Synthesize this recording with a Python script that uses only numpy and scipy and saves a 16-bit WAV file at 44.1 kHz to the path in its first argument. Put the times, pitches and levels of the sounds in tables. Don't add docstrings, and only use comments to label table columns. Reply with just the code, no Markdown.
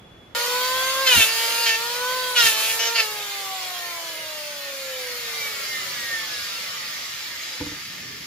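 import sys
import numpy as np
from scipy import signal
from scipy.fft import rfft, irfft
from scipy.io import wavfile
from scipy.ndimage import uniform_filter1d

SR = 44100
rng = np.random.default_rng(int(sys.argv[2]) if len(sys.argv) > 2 else 0)


def dump_mix(stems):
    frames = np.atleast_2d(stems).T
    limited = np.clip(frames, -1, 1)
    pcm = np.round(limited * 32767).astype(np.int16)
    wavfile.write(sys.argv[1], SR, pcm)


N = 364642
T = np.arange(N) / SR

# (frequency [Hz], left-right likeness [0-1])
STEREO_LIKENESS = [(60, 0.97), (240, 0.92), (950, 0.2), (3770, 0.27), (15000, 0.0058)]
# (frequency [Hz], left minus right [dB])
BALANCE = [(60, -0.5), (380, -1.5), (2380, -0.5), (15000, -0.5)]
# (centre [Hz], width [Hz], gain [dB])
TREBLE_DIP = (8276, 465, -10.5)

# (frequency [Hz], level [dB])
QUIET_EQ = [(24, -25), (40, -3.5), (98, -4), (514, -11), (2780, -21.5), (3390, -24), (4340, -29),
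            (15000, -42.5)]
# (centre [Hz], width [Hz], level [dB])
THIN_WHINE = (3400, 38, -57.5)
# (frequency [Hz], level [dB])
HUM_EQ = [(30, -22), (60, -1.5), (110, 3.5), (200, 1), (400, -2.5), (900, -25)]
# (time [s], level [dB])
HUM_FADER = [(.35, -54.5), (1.6, -57), (4.6, -60), (5.7, -53), (7.3, -55.5), (8.27, -46.5)]
# (time [s], level [dB])
KNOCK_CUES = [(7.603, -30), (7.611, -19.5), (7.665, -26.5), (7.719, -31)]
# (frequency [Hz], level [dB], decay by 60 dB [s])
FRAME_MODES = [(95, -17, .25), (170, -14, .12), (296, 0, .06), (480, -9, .05), (900, -8, .03)]
# (time [s], rise [s], fall [s], level [dB])
PUFF_CUES = [(1.185, 0.027, 0.025, -26), (2.47, 0.039, 0.023, -39.5)]
# (frequency [Hz], level [dB])
PUFF_EQ = [(25, -15), (60, 1), (150, -4.5), (350, -8), (800, -26)]

# (time [s], speed [turns/s])
DRIVEN_SPEED = [(0.3, 231.8), (0.49, 244.8), (0.73, 256.6), (1.04, 267.7), (1.09, 255.5), (1.15, 236.3),
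                (1.22, 221.2), (1.33, 226.5), (1.64, 232.8), (1.7, 224.7), (1.76, 225.0), (1.86, 236.9),
                (2.08, 251.0), (2.16, 255.0), (2.34, 248.4), (2.42, 231.6), (2.5, 221.5), (2.56, 218.8),
                (2.85, 228.3), (2.94, 233.3), (3.02, 217.7)]
# (time [s], relative level [dB])
TOOL_FADER = [(.35, -26.5), (1.05, -26.5), (1.65, -30.5), (1.85, -29), (2.3, -29.5), (2.85, -28),
              (3.15, -31.5), (4.2, -34.5), (4.7, -35), (5.4, -31.5), (6.2, -32), (7, -34.5), (7.6, -36.5),
              (8.27, -41)]
# (frequency [Hz], level in the hand [dB], level on brick [dB])
ROAR_EQ = [(60, -78, -64), (193, -36.5, -43), (525, -2.5, -8), (800, -11, -14.5), (1120, -1.5, -20),
           (1106, -1.5, -2), (1460, -11, -9), (2110, -3.5, 0), (2900, -5, -5.5), (4400, -2, -2),
           (5080, -6.5, -5), (7000, -8, -8), (9260, -14, -17.5), (15500, -14.5, -17)]
# (centre [Hz], width [Hz], gain [dB])
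HOUSING_RINGS = [(1378, 22, -4), (1828, 13.4, 8.5), (2074, 26, 2), (2310, 17, -0.5), (3320, 95, -2),
                 (5010, 240, 3)]
BEARING_PARTIALS = (4, 5, 7, 10)
BEARING_MIX = (2, 5.5, 0, -5)
MOTOR_MIX = (11, 4, 0, 3, 2.5, -8, -4, -8, -1)
SIDE_PARTIALS = (14.73, 16.55, 17.55, 18.55, 21.9, 29.7)
SIDE_MIX = (3.5, 4, 1, -27, -8, 1)
WHISTLE_PARTIALS = (1, 8, 10, 12, 14)
WHISTLE_MIX = (3, 0.5, -4, -3, -6)
# (centre [Hz], width [Hz], gain [dB])
BEARING_RINGS = [(1813, 140, -32.5), (2103, 52, -32), (2300, 79, -34), (4904, 360, -38)]
# (centre [Hz], width [Hz], gain [dB])
BLADE_TONE_RINGS = [(217, 59, -12), (338, 24, -13.5), (497, 153, -1), (551, 11.7, -19), (604, 20, 5),
                    (764, 20, -2), (1032, 200, -5.5), (1586, 620, 1)]
BLADE_MIX = (-38.5, -28.5, -34.5)

# (start [s], hold [s], blow level [dB], chip level [dB], blade evenness [0-1],
# bright band [Hz], its boost [dB])
CUT_CUES = [(1.043, .17, -14, -21.5, 0.72, 3740, 4.5), (1.24, 0.43, -24, -30.5, 0.38, 4700, 9),
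            (1.642, 0.093, -20, -37, 0.6, 4630, 2), (2.343, 0.12, -14, -21.5, 0.68, 3900, 5),
            (2.492, .22, -26, -28, 0, 4500, 3), (2.775, 0.097, -21.5, -51, 0, 5940, 11),
            (2.937, 0.059, -16, -31, 0.44, 4700, 11)]
# (frequency [Hz], level [dB])
WOOD_EQ = [(150, -45), (600, -12.5), (1100, -17.5), (1500, -12.5), (2100, -6), (2850, -1), (3700, -7),
           (5000, -9.5), (7000, -12.5), (11000, -46), (15500, -3)]
# (centre [Hz], width [Hz], gain [dB])
CUT_RINGS = [(1470, 100, 9), (1738, 37, 3.5), (3040, 84, -10), (3520, 84, -16), (5600, 74, -29)]
# (frequency [Hz], level [dB])
CHIP_EQ = [(300, -24.5), (1500, -0.5), (3000, -13), (6000, 2.5), (9000, 2.5), (15500, -1)]

START_S, OFF_S = .3488, 2.96
LAID_S, SETTLED_S = 3.8, 7.6
BALL_PASS = 2.594
MOTOR_PULLING, MOTOR_COASTING = 1.78, 1.765


def amp(db):
    return 10 ** (np.asarray(db) / 20)


def unit_rms(x):
    return x / np.sqrt(np.mean(x ** 2) + 1e-20)


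def at_hz(points, hz, column=1):
    points = np.asarray(points)
    return np.interp(np.log(hz + 1), np.log(points[:, 0] + 1), points[:, column])


def automation(rows, t=T):
    return np.interp(t, *np.transpose(rows))


def gate(t, start, hold, rise, fall):
    attack = np.clip((t - start) / rise, 0, 1) ** 2
    return attack * np.exp(-(np.maximum(t - start - hold, 0) / fall) ** 2 * 4)


def peaks(modes, hz, order=0.52):
    return sum(amp(db) / (1 + (2 * (hz - f) / width) ** 2) ** order for f, width, db in modes)


def equalise(x, gain):
    log_gain = np.log(gain(abs(np.fft.fftfreq(4096, 1 / SR))) + 1e-5)
    taps = np.fft.ifft(np.exp(np.conj(signal.hilbert(log_gain)))).real[:2048]
    return signal.oaconvolve(x, taps)[:len(x)]


def noise(field_db, size=512, patchy_db=0., count=N):
    hz = np.fft.rfftfreq(size, 1 / SR)[:, None]
    t = np.arange(count * 4 // size + 5) * size / 4 / SR
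    a, b, c, d, patches = rng.standard_normal((len(t), len(hz), 5)).T
    patches = unit_rms(uniform_filter1d(uniform_filter1d(patches, 3, axis=0), 16, axis=1))
    likeness = at_hz(STEREO_LIKENESS, hz)
    left = a + 1j * b
    right = likeness * left + np.sqrt(1 - likeness ** 2) * (c + 1j * d)
    spectra = np.array([left, right]) * amp(field_db(hz, t) + patchy_db * patches)
    return signal.istft(spectra, nperseg=size, noverlap=size * 3 // 4)[1][:, :count]


def tones(orders, mix_db, turns, waver_db=1):
    waver_times = np.arange(100) * .13
    stack = 0
    for order, db in zip(orders, mix_db):
        level = np.interp(T, waver_times, amp(db + waver_db * rng.standard_normal(100)))
        stack += level * np.cos(2 * np.pi * (order * turns + rng.random()))
    return stack * np.sqrt(2 / np.sum(amp(mix_db) ** 2))


def clicks(turns, per_s, top_hz):
    angle, count = np.pi * (turns % 1) + 1e-6, np.floor(top_hz / per_s)
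    return (np.sin((2 * count + 1) * angle) / np.sin(angle) - 1) / np.sqrt(2 * count)


def walls(x, t60, wet_db):
    length = 12000
    taps = np.zeros((3, length))
    delays = np.arange(60, length - 20, 20) + rng.integers(0, 20, (3, 596))
    np.put_along_axis(taps, delays, rng.choice([-1., 1.], delays.shape), axis=1)
    taps *= amp(-60 * np.arange(length) / SR / t60)
    spectra = rfft(taps / np.linalg.norm(taps[0]))
    likeness = at_hz(STEREO_LIKENESS, np.fft.rfftfreq(length, 1 / SR))
    response = irfft(np.sqrt(likeness) * spectra[0] + np.sqrt(1 - likeness) * spectra[1:]) * amp(wet_db)
    response[:, 0] += 1
    return signal.oaconvolve(x[None], response, axes=1)[:, :N] / np.sqrt(1 + amp(2 * wet_db))


def opening_quiet():
    centre, width, whine_db = THIN_WHINE
    bed = noise(lambda hz, t: at_hz(QUIET_EQ, hz), size=1024, count=SR)
    whine = noise(lambda hz, t: -20 * np.log10(1 + (2 * (hz - centre) / width) ** 2), size=2048, count=SR)
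    quiet = amp(-48.5) * unit_rms(bed) + amp(whine_db) * unit_rms(whine)
    return np.pad(quiet, ((0, 0), (0, N - SR)))


def site_hum():
    hum = noise(lambda hz, t: at_hz(HUM_EQ, hz), size=2048, patchy_db=2.5)
    return amp(automation(HUM_FADER)) * unit_rms(hum)


def frame_knocks():
    t, hits = T[:20000], np.zeros(N)
    ring = sum(amp(db - 60 * t / t60) * np.sin(2 * np.pi * hz * t) for hz, db, t60 in FRAME_MODES)
    for time, db in KNOCK_CUES:
        hits[round(time * SR)] = amp(db)
    return signal.oaconvolve(hits, ring)[:N]


def air_puffs():
    envelope = sum(amp(db) * np.exp(-((T - time) / np.where(T < time, rise, fall)) ** 2)
                   for time, rise, fall, db in PUFF_CUES)
    shared, left, right = (unit_rms(equalise(white, lambda hz: amp(at_hz(PUFF_EQ, hz))))
                           for white in rng.standard_normal((3, N)))
    return envelope * np.array([shared + 0.46 * left, 0.24 * shared + 0.96 * right])


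def drum_speed(drag_per_s=.15267, friction_turns_s2=17.559):
    coast_start, start_speed = DRIVEN_SPEED[-1]
    since = np.maximum(T - coast_start, 0)
    friction_offset = friction_turns_s2 / drag_per_s
    coast = (start_speed + friction_offset) * np.exp(-drag_per_s * since) - friction_offset
    early_speed_drop = 3.9 * (1 - np.exp(-since / .5))
    return np.where(T < coast_start, automation(DRIVEN_SPEED), coast - early_speed_drop)


def air_roar(turns):
    def field_db(hz, t):
        rest = np.interp(t, (LAID_S, SETTLED_S), (0.16, 1))
        held_db = at_hz(ROAR_EQ, hz)
        resting_db = at_hz(ROAR_EQ, hz, column=2) + 20 * np.log10(1 + 0.59 * peaks(HOUSING_RINGS, hz))
        shelf_db = 4.5 * np.clip((hz - 6000) / 3000, 0, 1)
        return (1 - rest) * held_db + rest * resting_db + shelf_db + automation(TOOL_FADER, t) - 17.5
    throb = 1 + 0.053 * np.cos(4 * np.pi * turns)
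    return noise(field_db, size=1024, patchy_db=3.5) * throb


def drive_rattle(turns, speed):
    def housing_gain(hz):
        band_pass = 1 / (1 + (1050 / (hz + 1)) ** 4) / (1 + (hz / 6500) ** 4)
        return (0.61 + 0.66 * peaks(HOUSING_RINGS, hz)) * band_pass
    ticks = clicks(BALL_PASS * turns, BALL_PASS * speed, top_hz=8800)
    ticks *= 1 + 0.41 * np.cos(2 * np.pi * turns)
    ticks *= (150 / speed) ** .8
    bearing = amp(6) * ticks + tones(BEARING_PARTIALS, BEARING_MIX, BALL_PASS * turns)
    powered = T < OFF_S
    motor_turns = np.cumsum(np.where(powered, MOTOR_PULLING, MOTOR_COASTING) * speed) / SR
    motor = amp(-5.5) * tones(range(2, 20, 2), MOTOR_MIX, motor_turns)
    side_tones = amp(np.where(powered, -5, -7)) * tones(SIDE_PARTIALS, SIDE_MIX, turns)
    whistle = amp(-1) * tones(WHISTLE_PARTIALS, WHISTLE_MIX, turns)
    level_db = automation(TOOL_FADER) - 5.5 + 2 * np.log2(speed / 250)
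    return amp(level_db) * equalise(bearing + motor + side_tones + whistle, housing_gain)


def planer_whine(turns, speed):
    def glide(order, rings, floor=0):
        resonance = floor + peaks(rings, order * speed, order=1)
        return resonance * tones([order], [0], turns, waver_db=2)
    whine = glide(8 * BALL_PASS, BEARING_RINGS)
    slowing_db = 14.5 * np.log2(speed / 250)
    for order, db in zip((2, 4, 6), BLADE_MIX):
        whine += amp(db + slowing_db) * glide(order, BLADE_TONE_RINGS, floor=0.019)
    return whine


def tearing_chips(turns, build_s=.12, clear_s=.11):
    envelope = np.zeros(N)
    for start, hold, _, chips_db, *_ in CUT_CUES:
        on = (T > start) & (T < start + hold + 2 * clear_s)
        swell = amp(chips_db) * gate(T[on], start, hold, build_s, clear_s) ** .5
        envelope[on] = np.maximum(envelope[on], swell)
    hiss = np.tile(unit_rms(noise(lambda hz, t: at_hz(CHIP_EQ, hz), count=N // 2)), 2)
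    blade_pulse = 0.42 + 0.47 * np.exp(-(2 * turns % 1) / 0.21)
    return amp(8.5) * envelope * blade_pulse * hiss


def blade_blows(turns, speed, bite_s=.023, leave_s=.063, bright_octaves=.19):
    blows = np.zeros(N)
    for start, hold, blows_db, _, evenness, bright_hz, bright_db in CUT_CUES:
        on = (T > start) & (T < start + hold + .22)
        flutter = 1 + 0.29 * unit_rms(uniform_filter1d(rng.standard_normal(N // 8), 150))[:on.sum()]
        swell_times = start + np.arange(9) * .09
        control_t, drum_hz = T[on][::32], speed[on][::32]
        buzz, power = 0, 0
        for k in range(1, 56):
            swell_db = 2.66 * np.interp(control_t, swell_times, rng.standard_normal(len(swell_times)))
            swell_db += bright_db * np.exp(-(np.log2(k * drum_hz / bright_hz) / bright_octaves) ** 2)
            level = (1 - evenness if k % 2 else 1) * amp(swell_db)
            power += (level * amp(at_hz(WOOD_EQ, k * drum_hz))) ** 2
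            phase = k * turns[on] - k ** 2 / 220
            buzz += np.interp(T[on], control_t, level) * np.cos(2 * np.pi * phase)
        buzz /= np.sqrt(np.interp(T[on], control_t, power))
        blows[on] += amp(blows_db) * gate(T[on], start, hold, bite_s, leave_s) * flutter * buzz
    return equalise(blows, lambda hz: amp(at_hz(WOOD_EQ, hz)) * (1 + peaks(CUT_RINGS, hz)))


def scene():
    speed = drum_speed()
    turns = np.cumsum(speed) / SR
    blows, chips = blade_blows(turns, speed), tearing_chips(turns)
    rattle, whine = drive_rattle(turns, speed), planer_whine(turns, speed)
    quiet, hum = opening_quiet(), site_hum()
    planer = walls(whine, t60=0.17, wet_db=-7)
    planer += walls(rattle, t60=0.2, wet_db=7)
    planer += walls(blows, t60=0.1, wet_db=1.5)
    planer += air_roar(turns) + chips + air_puffs()
    knocks = walls(frame_knocks(), t60=0.2, wet_db=-1.5)
    running = np.clip((T - START_S) / .0005, 0, 1)
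    return (1 - running) * quiet + running * (planer + knocks + hum)


def record(dry):
    def port(x, side):
        centre, width, dip_db = TREBLE_DIP
        def gain(hz):
            treble_db = dip_db * np.exp(-((hz - centre) / width) ** 2)
            bass_db = -10 * np.log10(1 + (45 / (hz + 1)) ** 4)
            return amp(treble_db + bass_db + side * at_hz(BALANCE, hz) / 2)
        return equalise(x, gain)
    left = port(dry[0], side=1)
    right = np.roll(port(dry[1], side=-1), shift=2)
    top_cut = signal.firwin(511, 15550, window=("kaiser", 9), fs=SR)
    return signal.oaconvolve(np.array([left, right]), top_cut[None], "same")


dry = scene()
out = record(dry)
dump_mix(out)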